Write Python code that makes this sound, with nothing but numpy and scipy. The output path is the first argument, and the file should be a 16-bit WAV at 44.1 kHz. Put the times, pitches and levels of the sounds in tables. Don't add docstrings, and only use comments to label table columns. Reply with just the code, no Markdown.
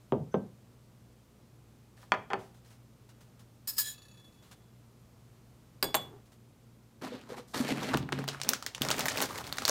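import sys
import numpy as np
from scipy import signal
from scipy.fft import rfft, irfft, next_fast_len
from scipy.io import wavfile
from scipy.ndimage import uniform_filter1d

SR = 44100
rng = np.random.default_rng(int(sys.argv[2]) if len(sys.argv) > 2 else 0)


def volts(x):
    e = np.asarray(x, float) / 20
    return 10 ** e


def digitize_waveform(pressure):
    field = np.atleast_2d(pressure).T
    bounded = np.clip(field, -1, 1)
    quanta = np.round(bounded * 32767).astype(np.int16)
    wavfile.write(sys.argv[1], SR, quanta)


N = 427769
ONSET_S = 0.0008


def lookup(table, hz):
    f, v = np.transpose(table)
    return np.interp(np.log(np.maximum(hz, 1)), np.log(f), v)


def colour(x, table):
    n = next_fast_len(len(x) + 4096)
    gain = volts(lookup(table, np.fft.rfftfreq(8192, 1 / SR)))
    cepstrum = irfft(np.log(gain))[:4096]
    cepstrum[1:] *= 2
    impulse = irfft(np.exp(rfft(cepstrum, 8192)))[:4096]
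    return irfft(rfft(x, n) * rfft(impulse, n), n)[:len(x)]


def band(x, lo_hz, hi_hz):
    return signal.lfilter(*signal.butter(2, [lo_hz, min(hi_hz, SR * 0.49)], "band", fs=SR), x)


def unit(x):
    return x / np.sqrt(np.mean(x ** 2))


def fade(t, t60):
    return 10 ** (-3 * t / t60)


def ring(x, modes, spread_db=0.0):
    out = 0
    share = volts(spread_db * rng.standard_normal(len(modes))) * rng.choice([-1, 1], len(modes))
    for (hz, db, t60), g in zip(modes, share):
        pole = np.exp(2j * np.pi * hz / SR) * fade(1 / SR, t60)
        resonance = signal.lfilter([0, pole.imag], [1, -2 * pole.real, abs(pole) ** 2], x)
        out = out + g * volts(db) * resonance
    return out


def cluster(modes):
    out = []
    for hz, db, t60 in modes:
        neighbour_db = db - (10 if hz < 4000 else 3)
        out.append((hz, db, t60))
        for shift in [0.022, 0.007] * rng.standard_normal(2):
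            out.append((hz * (1 + shift), neighbour_db, 0.55 * t60))
    return out


def disperse(x, spread):
    phase = 2 * np.pi * spread * np.sqrt(np.fft.rfftfreq(len(x), 1 / SR))
    return irfft(rfft(x) * np.exp(-1j * phase), len(x))


def grains(per_s, spread_db, size=N):
    hits = (rng.random(size) < per_s / SR) * rng.choice([-1, 1], size)
    return unit(hits * volts(spread_db * rng.exponential(1, size)))


def walk(per_s):
    k = int(SR / per_s)
    return unit(uniform_filter1d(np.repeat(rng.standard_normal(N // k + 1), k), k)[:N])


def add(out, s, sound, db):
    i = int((s + ONSET_S) * SR)
    out[i:i + len(sound)] += (volts(db) * sound / np.abs(sound).max())[:N - i]


def curve(table):
    s, *columns = np.transpose(table)
    return [volts(np.interp(np.arange(N) / SR, s, c, -150, -150)) for c in columns]


def strokes(starts, holds, dbs, attack_s, sag_db_s, release_db_s):
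    t, power = np.arange(N) / SR, np.zeros(N)
    for s, hold, db in zip(starts, holds, dbs):
        a = int((s - attack_s) * SR)
        age = t[a:a + SR // 2] - s
        fall_db = sag_db_s * np.clip(age, 0, hold) + release_db_s * np.maximum(age - hold, 0)
        rise = np.clip(1 + age / attack_s, 0, 1)
        power[a:a + SR // 2] += (volts(db - fall_db) * rise) ** 2
    return np.sqrt(power)


# frequency in Hz, t60 in seconds.
WOOD_T60 = [(100, 0.74), (260, 0.28), (700, 0.27), (1840, 0.066), (4850, 0.049)]


def knocks(events, tone, top, modes, wood_db, tilt_db, crack_s, top_db, chatter_s, spread):
    out, t = np.zeros(N), np.arange(SR // 2) / SR
    click = 1.0 * (t == 0)
    held = np.exp(-(t / 0.18) ** 4)
    for s, db, ring_db, click_db in events:
        wood = 0
        for hz in 70 * 2 ** np.arange(0, 8, 0.5):
            late = 1 - np.exp(-t * hz / 3.6)
            crack = fade(t, crack_s * (1000 / hz) ** 0.33)
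            tail = volts(wood_db - tilt_db * np.log2(hz / 500)) * fade(t, lookup(WOOD_T60, hz))
            noise = band(rng.standard_normal(len(t)), hz / 1.19, hz * 1.19)
            wood = wood + late * (crack + tail) * noise
        table = volts(top_db) * ring(click, top, 3.5)
        add(out, s, colour(volts(click_db) * disperse(click, spread) + wood + table, tone), db)
        chatter = 4 * click + grains(5500, 0.95, size=len(t)) * fade(t, chatter_s)
        body = held * ring(chatter, cluster(modes), 1.2)
        add(out, s, body + 1.5 * band(chatter, 3000, 16000), db + ring_db)
    return out


# start in seconds, peak in dB, ring of the object in dB, hardness of the click in dB.
BOWL_LANDS = [
    (.1204, -15.5, -38, 26.5),
]
BOWL_LANDS_AGAIN = [
    (.3404, -15.5, -29, 23.6),
]
# frequency in Hz, level in dB per Hz.
BOWL_COLOUR = [(35, -49), (60, -22), (174, -1), (474, 0), (1120, -11.5), (1590, -28.5), (2070, -30.5),
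               (3390, -32), (4420, -53), (6010, -56), (8000, -66), (10400, -99), (17600, -120)]
# frequency in Hz, level in dB, t60 in seconds.
TABLE_MIDDLE = [(138, -1.5, 0.54), (206.6, -5.5, 0.33), (268, -14, 0.16), (400, -2, 0.18), (536, 0, 0.13)]
TABLE_EDGE = [(141, -8, 0.6), (197, 2, 0.34), (453, -1.5, 0.072), (935, -17, 0.1), (1104, -4, 0.092)]
BOWL_MODES = [(1557, 5, 0.23), (6200, -22, 0.038)]


def bowl():
    first = knocks(BOWL_LANDS, BOWL_COLOUR, TABLE_MIDDLE, BOWL_MODES, wood_db=-3.5, tilt_db=4.0,
                   crack_s=0.079, top_db=-17.0, chatter_s=0.005, spread=0.098)
    again = knocks(BOWL_LANDS_AGAIN, BOWL_COLOUR, TABLE_EDGE, BOWL_MODES, wood_db=-10.0, tilt_db=2.5,
                   crack_s=0.089, top_db=-23.0, chatter_s=0.006, spread=0.104)
    return first + again


# start in seconds, peak in dB, ring of the object in dB, hardness of the click in dB.
REST_LANDS = [
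    (1.975, -50.5, -58, -10.5),
    (2.028, -45, -58, -9.5),
    (2.119, -6, -26.5, 24),
    (2.138, -22, -46, 22.5),
    (2.1455, -27, -49, 18),
]
REST_NUDGED = [
    (2.302, -26.5, -45.5, 14),
    (2.309, -30, -52, -12),
    (2.318, -30.5, -60, -15),
    (2.3325, -13, -29, 24),
]
# frequency in Hz, level in dB per Hz.
REST_COLOUR = [(59, -61), (100, -29), (768, -0.5), (1800, 0), (2470, -5.5), (2800, -12), (3250, -6.5),
               (4020, -27), (4470, -20.5), (5650, -26.5), (6840, -28), (16000, -59)]
# frequency in Hz, level in dB, t60 in seconds.
TABLE_BY_REST = [(195, -3.5, 0.17), (415, -2, 0.13), (774, -7.5, 0.076), (988, -4, 0.1), (1220, -7.5, 0.12),
                 (1410, -10.5, 0.077), (1750, -0.5, 0.047), (2360, -4.5, 0.05)]
TABLE_BY_NUDGE = [(202, 4, .15), (386, 2.5, 0.25), (454, 1, .15), (795, -1, .08), (1032, -5.5, 0.14),
                  (1360, -15, .06), (1750, -6.5, 0.087), (3260, -4, .02)]
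REST_MODES = [(4430, -5.5, 0.07), (3200, -5, 0.025), (8970, -8, 0.0328)]


def spoon_rest():
    landing = knocks(REST_LANDS, REST_COLOUR, TABLE_BY_REST, REST_MODES, wood_db=-4.5, tilt_db=6.5,
                     crack_s=0.04, top_db=-13.5, chatter_s=0.0026, spread=0.047)
    nudge = knocks(REST_NUDGED, REST_COLOUR, TABLE_BY_NUDGE, REST_MODES, wood_db=1.5, tilt_db=7.0,
                   crack_s=0.035, top_db=-12.5, chatter_s=0.0023, spread=0.0432)
    return landing + nudge


# start in seconds, peak in dB, ring of the object in dB, hardness of the click in dB.
SPOON_LANDS = [
    (5.826, -13, -2.5, 13),
    (5.840, -23, -0.5, 7),
]
SPOON_DROPS = [
    (5.9425, -13, -16, 12),
    (5.9475, -17.5, 0, 6.1),
    (5.964, -27, -13, 5.3),
]
# frequency in Hz, level in dB per Hz.
LAID_COLOUR = [(59, -43), (100, -26.5), (450, -4), (1000, -8.5), (2800, -14.5), (4870, -20.5), (5770, -29),
               (8640, -21), (10000, -16), (11200, -32), (12700, -21), (15000, -15.5), (16000, -33)]
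DROPPED_COLOUR = [(59, -44), (100, -34.5), (818, -2.5), (2600, -13), (3800, -9), (5200, -23.5), (8640, -22),
                  (16000, -51)]
# frequency in Hz, level in dB, t60 in seconds.
LAID_MODES = [(1654, -8, 0.055), (3881, -28.5, 0.1), (4830, -1.5, 0.019), (6830, -25, 0.21),
              (7180, -22, 0.031), (7700, -26, 0.12), (8480, -15.5, 0.18), (9400, -24, 0.12),
              (9900, -10, .02), (12270, -8, 0.042), (12750, -13, 0.097), (13940, -27, 0.079),
              (14700, -10, 0.043)]
DROPPED_MODES = [(4250, -24, 0.08), (6550, -16, 0.1), (6944, -23, 0.11), (7500, -15, 0.12),
                 (8240, -18, 0.1), (8680, -7, 0.064), (9082, -26, 0.12), (9500, -23, 0.11),
                 (11200, -23, 0.092), (12750, 3, 0.033), (14850, -9, 0.057)]


def spoon_laid():
    laid = knocks(SPOON_LANDS, LAID_COLOUR, TABLE_MIDDLE, LAID_MODES, wood_db=-19, tilt_db=9.0,
                  crack_s=0.032, top_db=-27.0, chatter_s=0.038, spread=0.074)
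    dropped = knocks(SPOON_DROPS, DROPPED_COLOUR, TABLE_EDGE, DROPPED_MODES, wood_db=-14, tilt_db=9.0,
                     crack_s=0.04, top_db=-17.5, chatter_s=0.033, spread=0.061)
    return laid + dropped


# start in seconds, hold in seconds, level in dB.
SETTLING_TOUCHES = [
    (5.835, 0.053, -40.5),
    (6.075, 0.11, -52.5),
]
# frequency in Hz, level in dB, t60 in seconds.
WOBBLE_MODES = [(410, 0, 0.057), (806, 6, 0.0057)]


def spoon_settling():
    level = strokes(*np.transpose(SETTLING_TOUCHES), attack_s=0.011, sag_db_s=23.8, release_db_s=500)
    return level * unit(ring(grains(300, 1.1), WOBBLE_MODES))


# start in seconds, hold in seconds, level in dB.
STEEL_SCRAPES = [
    (3.6735, 0.025, -34.5),
    (3.72, .05, -51),
    (3.767, .01, -44),
    (3.781, .004, -26.5),
    (3.7815, 0.025, -30),
]
STEEL_SLIDES = [
    (3.815, 0.04, -40.5),
    (3.856, 0.033, -38),
    (3.895, 0.044, -44.5),
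]
# frequency in Hz, level in dB, t60 in seconds.
HELD_MODES = [(1015, -19, 0.041), (1300, -17, 0.04), (1700, -13, 0.1), (2566, -24, .1), (4050, -4, 0.07),
              (4400, -9, .04), (4861, -3, 0.08), (5131, -4, 0.06), (5475, -14, .05), (6720, -9, 0.09),
              (6939, -8, 0.2), (7763, -8, 0.1), (8511, -6, .12), (9420, -10, .08), (10230, -7, .085),
              (10700, -13, .1), (11320, -2, 0.12), (12200, -10, .08), (12870, -2, .1), (13150, -5, 0.082),
              (14080, -3, .11), (14960, 3, 0.07)]
# frequency in Hz, width in Hz, level in dB.
SLIDING_MODES = [(1730, 20, -1), (3330, 49, -7), (4020, 30, 0), (5100, 28, -7), (6960, 88, -3.5),
                 (7800, 45, -10.5), (8840, 120, -5), (9700, 95, -10), (10300, 39, -16), (10500, 37, -14),
                 (11200, 29, -24), (11700, 41, -18), (12200, 47, -17), (13000, 41, -4), (14000, 75, -9),
                 (15100, 160, -16)]


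def spoon_scraped():
    out = np.zeros(N)
    a, b = int(3.6 * SR), int(4.2 * SR)
    finger_damping = 0.59
    held = [(hz, db, t60 * finger_damping) for hz, db, t60 in HELD_MODES]
    sliding = [(hz, db + 10 * np.log10(width / 30), 2.6 / width) for hz, width, db in SLIDING_MODES]
    choke = volts(-500 * np.maximum(np.arange(a, b) / SR - 3.922, 0))
    for events, modes, ring_db, buzz_db in ((STEEL_SCRAPES, held, -40.5, -8.0), (STEEL_SLIDES, sliding, -41.0, -9.0)):
        level = strokes(*np.transpose(events), attack_s=0.00055, sag_db_s=56, release_db_s=603)[a:b]
        for hz, db, t60 in modes:
            catches = grains(6000, 1.6, size=b - a) * level
            out[a:b] += choke * volts(ring_db) * ring(catches, cluster([(hz, db, t60)])) / np.sqrt(t60)
        buzz = unit(band(grains(9000, 1.5, size=b - a), 2910, 15500))
        out[a:b] += volts(buzz_db) * level * buzz
    return out


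ROCKING_TICKS = [3.9388, 3.978, 4.018, 4.0509, 4.082, 4.111, 4.1394, 4.171, 4.196, 4.2434, 4.2787, 4.324,
                 4.343, 4.385, 4.426]
# frequency in Hz, level in dB, t60 in seconds.
ROCKING_MODES = [(3418, -5, 0.068), (6670, -15, 0.074), (6950, -8, 0.08), (7800, -22, .05),
                 (9600, -17, .09), (10293, -12, 0.1), (11526, -16, 0.11)]
HARD_LANDING_MODES = [(1244, -8.5, 0.041), (1730, -6, 0.058), (2610, -5, 0.057), (4045, -8, 0.06),
                      (4490, 2.5, 0.017), (5443, -9, 0.03), (5900, -6, 0.022)]


def spoon_rocking():
    out, touch, t = np.zeros(N), np.zeros(N), np.arange(SR // 2) / SR
    a, b = int(3.6 * SR), int(4.9 * SR)
    first_s = ROCKING_TICKS[0]
    for k, s in enumerate(ROCKING_TICKS):
        swing_db = (-1) ** k
        db = -47.5 - 28.5 * (s - first_s) - swing_db
        tick = 3.9 * (t == 0) + grains(6900, 2.2, size=len(t)) * fade(t, 0.085)
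        add(touch, s, tick, db)
    touch = touch[a:b]
    out[a:b] += volts(-15.0) * (ring(touch, ROCKING_MODES) + 5 * band(touch, 2500, 12000))
    hardness = volts(-14 * (np.arange(a, b) / SR - first_s))
    out[a:b] += volts(-12.5) * ring(hardness * touch, HARD_LANDING_MODES)
    return out


# time in seconds, level in dB.
HANDLE_SWELL = [(3.95, -85), (4.1, -82), (4.26, -58.5), (4.33, -77), (4.39, -66), (4.5, -76), (4.72, -81)]
# start in seconds, peak in dB.
HANDLE_STRUCK = [
    (5.831, -43.5),
    (5.952, -40.5),
]


def spoon_handle():
    handle_hz, handle_t60_s = 3418, 0.65
    out, t = np.zeros(N), np.arange(SR // 2) / SR
    for s, db in HANDLE_STRUCK:
        push = np.exp(-t / 0.0046) * np.sin(2 * np.pi * handle_hz * t)
        choke = np.exp(-(t / 0.11) ** 4)
        add(out, s, ring(push, [(handle_hz, 0, handle_t60_s)]) * choke, db)
    phase = 2 * np.pi * handle_hz * np.arange(N) / SR + 0.5 * walk(30)
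    return out + curve(HANDLE_SWELL)[0] * volts(-4.0) * np.sin(phase)


# start in seconds, hold in seconds, rub in dB,
# weight in dB (more boom, less hiss).
BOX_STROKES = [(7.021, 0.056, -43.5, -1.5), (7.115, 0.036, -47, 4), (7.19, 0.17, -58.5, -1),
               (7.294, 0.043, -49.5, -6), (7.367, 0.008, -45, -6.5), (7.48, 0.082, -67, -27),
               (7.544, 0.066, -34.5, -9), (7.64, 0.07, -37.5, -2), (7.684, 0.021, -33, -4.5),
               (7.722, 0.024, -41.5, 5), (7.76, 0.042, -40, -1), (7.812, 0.13, -37.5, -2),
               (7.931, 0.076, -47.5, 9), (7.99, 0.18, -59, 16), (8.126, 0.095, -44.5, 5.5),
               (8.277, 0.07, -46, -4.5), (8.449, 0.1, -46, -1.5), (8.6, 0.21, -58.5, -7),
               (8.816, 0.18, -39.5, -4), (8.984, 0.27, -40.5, -7.5), (9.173, 0.066, -36, -7),
               (9.29, 0.12, -44, -9), (9.441, 0.19, -48.5, -4.5), (9.6, 0.036, -43, -5),
               (9.67, .03, -42.5, 0)]
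# frequency in Hz, level in dB per Hz.
RUB_COLOUR = [(15, -82), (30, -26.5), (128, -2.5), (262, 2), (330, -9.5), (1150, -12), (2000, -17),
              (3060, -20), (6000, -23), (12600, -30), (15200, -35), (16500, -66)]
# time in seconds, level in dB.
TABLE_HEAVE = [(7.5, -87), (7.85, -59), (7.95, -46), (8.72, -78), (8.84, -54.5), (9.7, -56.5)]


def box_dragged():
    at, hold, rub_db, weight_db = np.transpose(BOX_STROKES)

    def level(db):
        return strokes(at, hold, db, attack_s=0.0095, sag_db_s=6.5, release_db_s=302)

    rub, boom = level(rub_db), level(rub_db + weight_db)
    hiss = level(rub_db - 15 - 0.65 * weight_db)
    slip = colour(rng.standard_normal(N) + 1.2 * grains(800, 2.1), RUB_COLOUR)
    rub_judder, boom_judder = volts(1.2 * walk(70)), volts(1.2 * walk(40))
    clumps = 0
    for k in range(6):
        lo_hz, hi_hz = 350 * 1.534 ** k, 537 * 1.534 ** k
        clumps = clumps + (-1) ** k * volts(3.3 * walk(55)) * band(slip, lo_hz, hi_hz)
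    out = rub_judder * (rub * unit(clumps) + hiss * unit(band(slip, 4560, 18000)))
    out -= boom * boom_judder * unit(band(band(slip, 171, 435), 140, 400))
    out -= curve(TABLE_HEAVE)[0] * unit(band(slip, 27, 104)) * volts(4.5)
    fine = band(grains(1400, 2.6), 2100, 15500) * (np.arange(N) > 8.81 * SR)
    return out + volts(-10.5) * rub * fine


# start in seconds, peak in dB, panel frequency in Hz, table boom in dB.
BOX_BUMPS = [(7.119, -35, 491, -19.5), (7.301, -33.5, 495, -15), (7.319, -30.5, 483, -31),
             (7.369, -39, 386, -23), (7.393, -41, 486, -20), (7.561, -25.5, 275, -18),
             (7.601, -19.5, 244, -13), (7.718, -23, 266, -9.5), (7.944, -20, 364, -4),
             (7.954, -20, 242, -12.5), (8.124, -28, 369, -2.5), (8.192, -36, 420, -4.5),
             (8.811, -25.5, 245, -7), (9.057, -42, 390, -11)]
# pitch ratio, level in dB, t60 in seconds.
PANEL_NEIGHBOURS = [(1, 0.5, 0.028), (1, -2.5, 0.075), (0.8, -20.5, 0.17)]
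# start in seconds, peak in dB.
FACE_SLAPS = [
    (7.941, -21.5),
    (8.123, -23.5),
    (9.379, -31),
]


def box_bumped():
    out, t = np.zeros(N), np.arange(SR // 2) / SR
    push = np.diff(np.hanning(int(0.0021 * SR)), append=np.zeros(len(t)))
    for s, db, hz, table_db in BOX_BUMPS:
        panels = [(hz * ratio, *rest) for ratio, *rest in PANEL_NEIGHBOURS]
        add(out, s, ring(push, panels + [(hz, 0, 0.07)]), db)
        add(out, s, ring(push, [(138.8, 0, 1)]), db + table_db - 5.5)
    t = t[:SR // 12]
    for s, db in FACE_SLAPS:
        slap = disperse(grains(3000, 3.0, size=len(t)) * fade(t, 0.0046), 0.38)
        add(out, s, band(slap, 280, 2230), db)
    return out


# start in seconds, peak in dB, centre in Hz, top octave in dB,
# low knock in dB.
FLAP_CREASES = [(7.9396, -23, 3200, -21, 1.5), (7.9722, -19.5, 2900, -13, -12), (8.09, -39, 1460, -12, 3.5),
                (8.1232, -20, 2720, -21, -5), (8.189, -29.5, 1370, -15, -2.5), (8.2405, -35, 1370, -12, 0),
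                (8.2793, -21.5, 2980, -13, -13), (8.287, -16.5, 3700, -23, -24),
                (8.332, -35, 1610, -24, -7), (8.3464, -41.5, 1360, -23, 3.5), (8.4005, -33, 2140, -22, -8),
                (8.4155, -15, 4540, -25, -22), (8.434, -22.5, 5300, -15, -23),
                (8.4475, -31, 3000, -13, -10.5), (8.4855, -28, 5780, -13, -24), (8.4902, -6, 5500, -5, -26),
                (8.534, -14, 1390, -18, -21), (8.6254, -22.5, 1450, -20, -18), (8.664, -15, 1880, -11, -29),
                (8.7483, -23, 2980, -21, -41), (8.7804, -33, 1750, -25, -9), (8.811, -33, 4170, -13, -6)]
BAG_CRACKLES = [(8.8189, -12, 3750, -12, -35), (8.8327, -24, 4100, -21, -15), (8.85, -20, 2170, -16, -14),
                (8.8662, -32, 1220, -21, -4), (8.8867, -15.5, 4440, -21, -24),
                (8.904, -12.5, 2820, -12, -14), (8.9123, -13, 1560, -23, -17), (8.916, -19, 4130, -30, -13),
                (8.982, -22, 1310, -12, -24), (8.9933, -22, 5720, -2.5, -9),
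                (9.0064, -17.5, 2720, -15, -28), (9.0568, -15, 1610, -10, -9.5),
                (9.0621, -19, 1880, -11, -9.5), (9.0694, -26, 2230, -4, -18), (9.0834, -11, 2130, -16, -48),
                (9.0994, -25, 5960, -18, -30), (9.1194, -22.5, 1410, -20, -10),
                (9.1587, -29, 1430, -13, -3), (9.1731, -15, 2790, -15, -34), (9.181, -20.5, 4660, -17, -24),
                (9.1864, -21, 1220, -23, -13), (9.204, -14.5, 2620, -20, -16),
                (9.217, -19.5, 2890, -2, -10.5), (9.2225, -14, 1340, -6, -18),
                (9.2316, -18.5, 1190, -20, -14), (9.256, -26, 1260, -10, -20),
                (9.357, -25.5, 2120, -22, -24), (9.3795, -24, 4400, -9, -27), (9.3859, -24, 2950, -14, -14),
                (9.4413, -33, 3370, -16, -16), (9.475, -30, 1200, -12, -11),
                (9.5256, -17.5, 3880, -14, -17), (9.5711, -28, 1580, -11, -11),
                (9.5837, -17.5, 1500, -20, -12.5), (9.6202, -25, 1280, -16, -11),
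                (9.6523, -8.5, 4430, -18, -26), (9.671, -32, 1730, -13, -20),
                (9.6798, -9, 1410, -11.5, -37), (9.6892, -14, 5330, -9, -15),
                (9.6944, -8, 5070, -26, -16.5)]
# start in seconds, peak in dB, centre in Hz.
FILM_TICKS = [(7.8313, -26.5, 2970), (7.835, -31, 1670), (8.9653, -30, 6500), (9.0884, -20, 1900),
              (9.1624, -29, 4000), (9.1689, -36, 6000), (9.1948, -25, 2730), (9.2944, -40, 7000),
              (9.41, -34, 1300), (9.461, -37, 1500), (9.4678, -30, 1720), (9.4924, -38, 4000),
              (9.5759, -35, 5000), (9.634, -37, 5000), (7.213, -45, 3000), (9.6585, -22, 5300)]


def box_opened():
    out, t = np.zeros(N), np.arange(SR // 12) / SR
    sheen_db, knock_db = 9, 7.5
    ticks = [(*tick, -16, -24) for tick in FILM_TICKS]
    for s, db, hz, top_db, low_db in FLAP_CREASES + BAG_CRACKLES + ticks:
        s = s - ONSET_S
        snap = (t == 0) + 0.48 * grains(5000, 0.55, size=len(t)) * fade(t, 0.01)
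        rustle = 0.067 * rng.standard_normal(len(t)) * fade(t, 0.11)
        pitch = band(snap, hz / 1.29, hz * 1.25)
        add(out, s, pitch + 0.77 * band(snap + 1.43 * rustle, 1070, 7000), db)
        add(out, s, band(snap + 1.2 * rustle * fade(t, 0.13), 4500, 16800), db + top_db + sheen_db)
        add(out, s, band(snap + rustle, 520, 1640), db + low_db + knock_db)
    return out


# start in seconds, peak in dB, length in seconds.
SLEEVE_PUFFS = [(1.967, -54, 0.099), (2.014, -58, 0.023), (2.387, -51.5, 0.088), (2.541, -55.5, 0.044),
                (2.644, -54.5, 0.075), (2.701, -53, 0.054), (3.088, -51.5, 0.026), (3.204, -49, 0.03),
                (3.391, -51, 0.027), (4.422, -53, 0.083), (4.51, -44, 0.025), (6.256, -57, 0.023),
                (6.317, -51, 0.027)]
# frequency in Hz, level in dB per Hz.
CLOTH_COLOUR = [(290, -31.5), (500, 2), (1870, -0.5), (2360, -5.5), (3060, -2.5), (11100, -10),
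                (16000, -16.5)]


def sleeves():
    out, cloth = np.zeros(N), colour(rng.standard_normal(N), CLOTH_COLOUR)
    for s, db, length in SLEEVE_PUFFS:
        n = int(2 * length * SR)
        rise = np.minimum(np.arange(n) / (0.0024 * SR), 1)
        fall = np.hanning(2 * n)[n:]
        add(out, s, cloth[int(s * SR):][:n] * rise * fall, db - 0.5)
    return out


# time in seconds, level in dB.
SQUEAK_SWELL = [(0.312, -77), (0.33, -55.5), (0.356, -67), (0.38, -95)]


def bowl_squeak():
    modes = [(6080, -10, 0.074), (1483, -5, 0.064)]  # Hz, dB, t60 s
    return curve(SQUEAK_SWELL)[0] * unit(ring(rng.standard_normal(N), modes))


def room_echo(dry):
    t, split_hz = np.arange(SR // 2) / SR, 5084
    after_gap = t > 0.004
    walls = band(rng.standard_normal(len(t)), 196.0, split_hz) * fade(t, 0.33) * after_gap
    walls += volts(-5.5) * band(rng.standard_normal(len(t)), split_hz, 17000) * fade(t, 0.31) * after_gap
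    return volts(-17) * signal.fftconvolve(dry, walls / np.linalg.norm(walls))[:N]


# frequency in Hz, level in dB per Hz.
AIR_COLOUR = [(12, -61.5), (30, -13), (50, -12.5), (90, -5), (120, 1.5), (150, -5), (230, -5), (260, -9),
              (520, -15), (750, -20), (1240, -22.5), (1650, -27), (15200, -36.5), (16500, -62)]
# frequency in Hz, level in dB rms.
FAN_LINES = [(59.4, -70.5), (119, -62), (225, -73)]


def room_noise():
    out = volts(-59.5 + 0.5 * walk(2.0)) * unit(colour(rng.standard_normal(N), AIR_COLOUR))
    turns = 2 * np.pi * np.arange(N) / SR
    for hz, db in FAN_LINES:
        out += volts(db + 3.5 + 1.3 * walk(8.3)) * np.sin(hz * turns + 0.54 * walk(7.4))
    return out


def scene():
    dry = bowl() + spoon_rest() + spoon_laid() + spoon_settling()
    dry += spoon_scraped() + spoon_rocking() + spoon_handle()
    dry += box_dragged() + box_bumped() + box_opened()
    dry += sleeves() + bowl_squeak()
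    return (dry + room_echo(dry) + room_noise())[None]


def top_cut(x):
    return signal.sosfilt(signal.butter(12, 16980, fs=SR, output="sos"), x)


def record(dry):
    mic_top_hz, air_top_hz = 15910, 16950
    top_band = signal.ellip(6, 0.5, 70, [15900, air_top_hz], "band", fs=SR, output="sos")
    top = signal.sosfilt(top_band, dry)
    power_now = uniform_filter1d(top ** 2, size=128)
    power_around = uniform_filter1d(top ** 2, size=2048)
    sharp = power_now > volts(2 * 12) * power_around / 2
    gate = np.minimum(uniform_filter1d(4.0 * sharp, size=128), 1)
    body = signal.sosfilt(signal.ellip(10, 1, 70, mic_top_hz, fs=SR, output="sos"), dry)
    mix = body + volts(-10.5) * gate * top
    mix = signal.sosfilt(signal.ellip(10, 0.5, 80, air_top_hz, fs=SR, output="sos"), mix)
    return top_cut(mix)


dry = scene()
out = record(dry)
digitize_waveform(out)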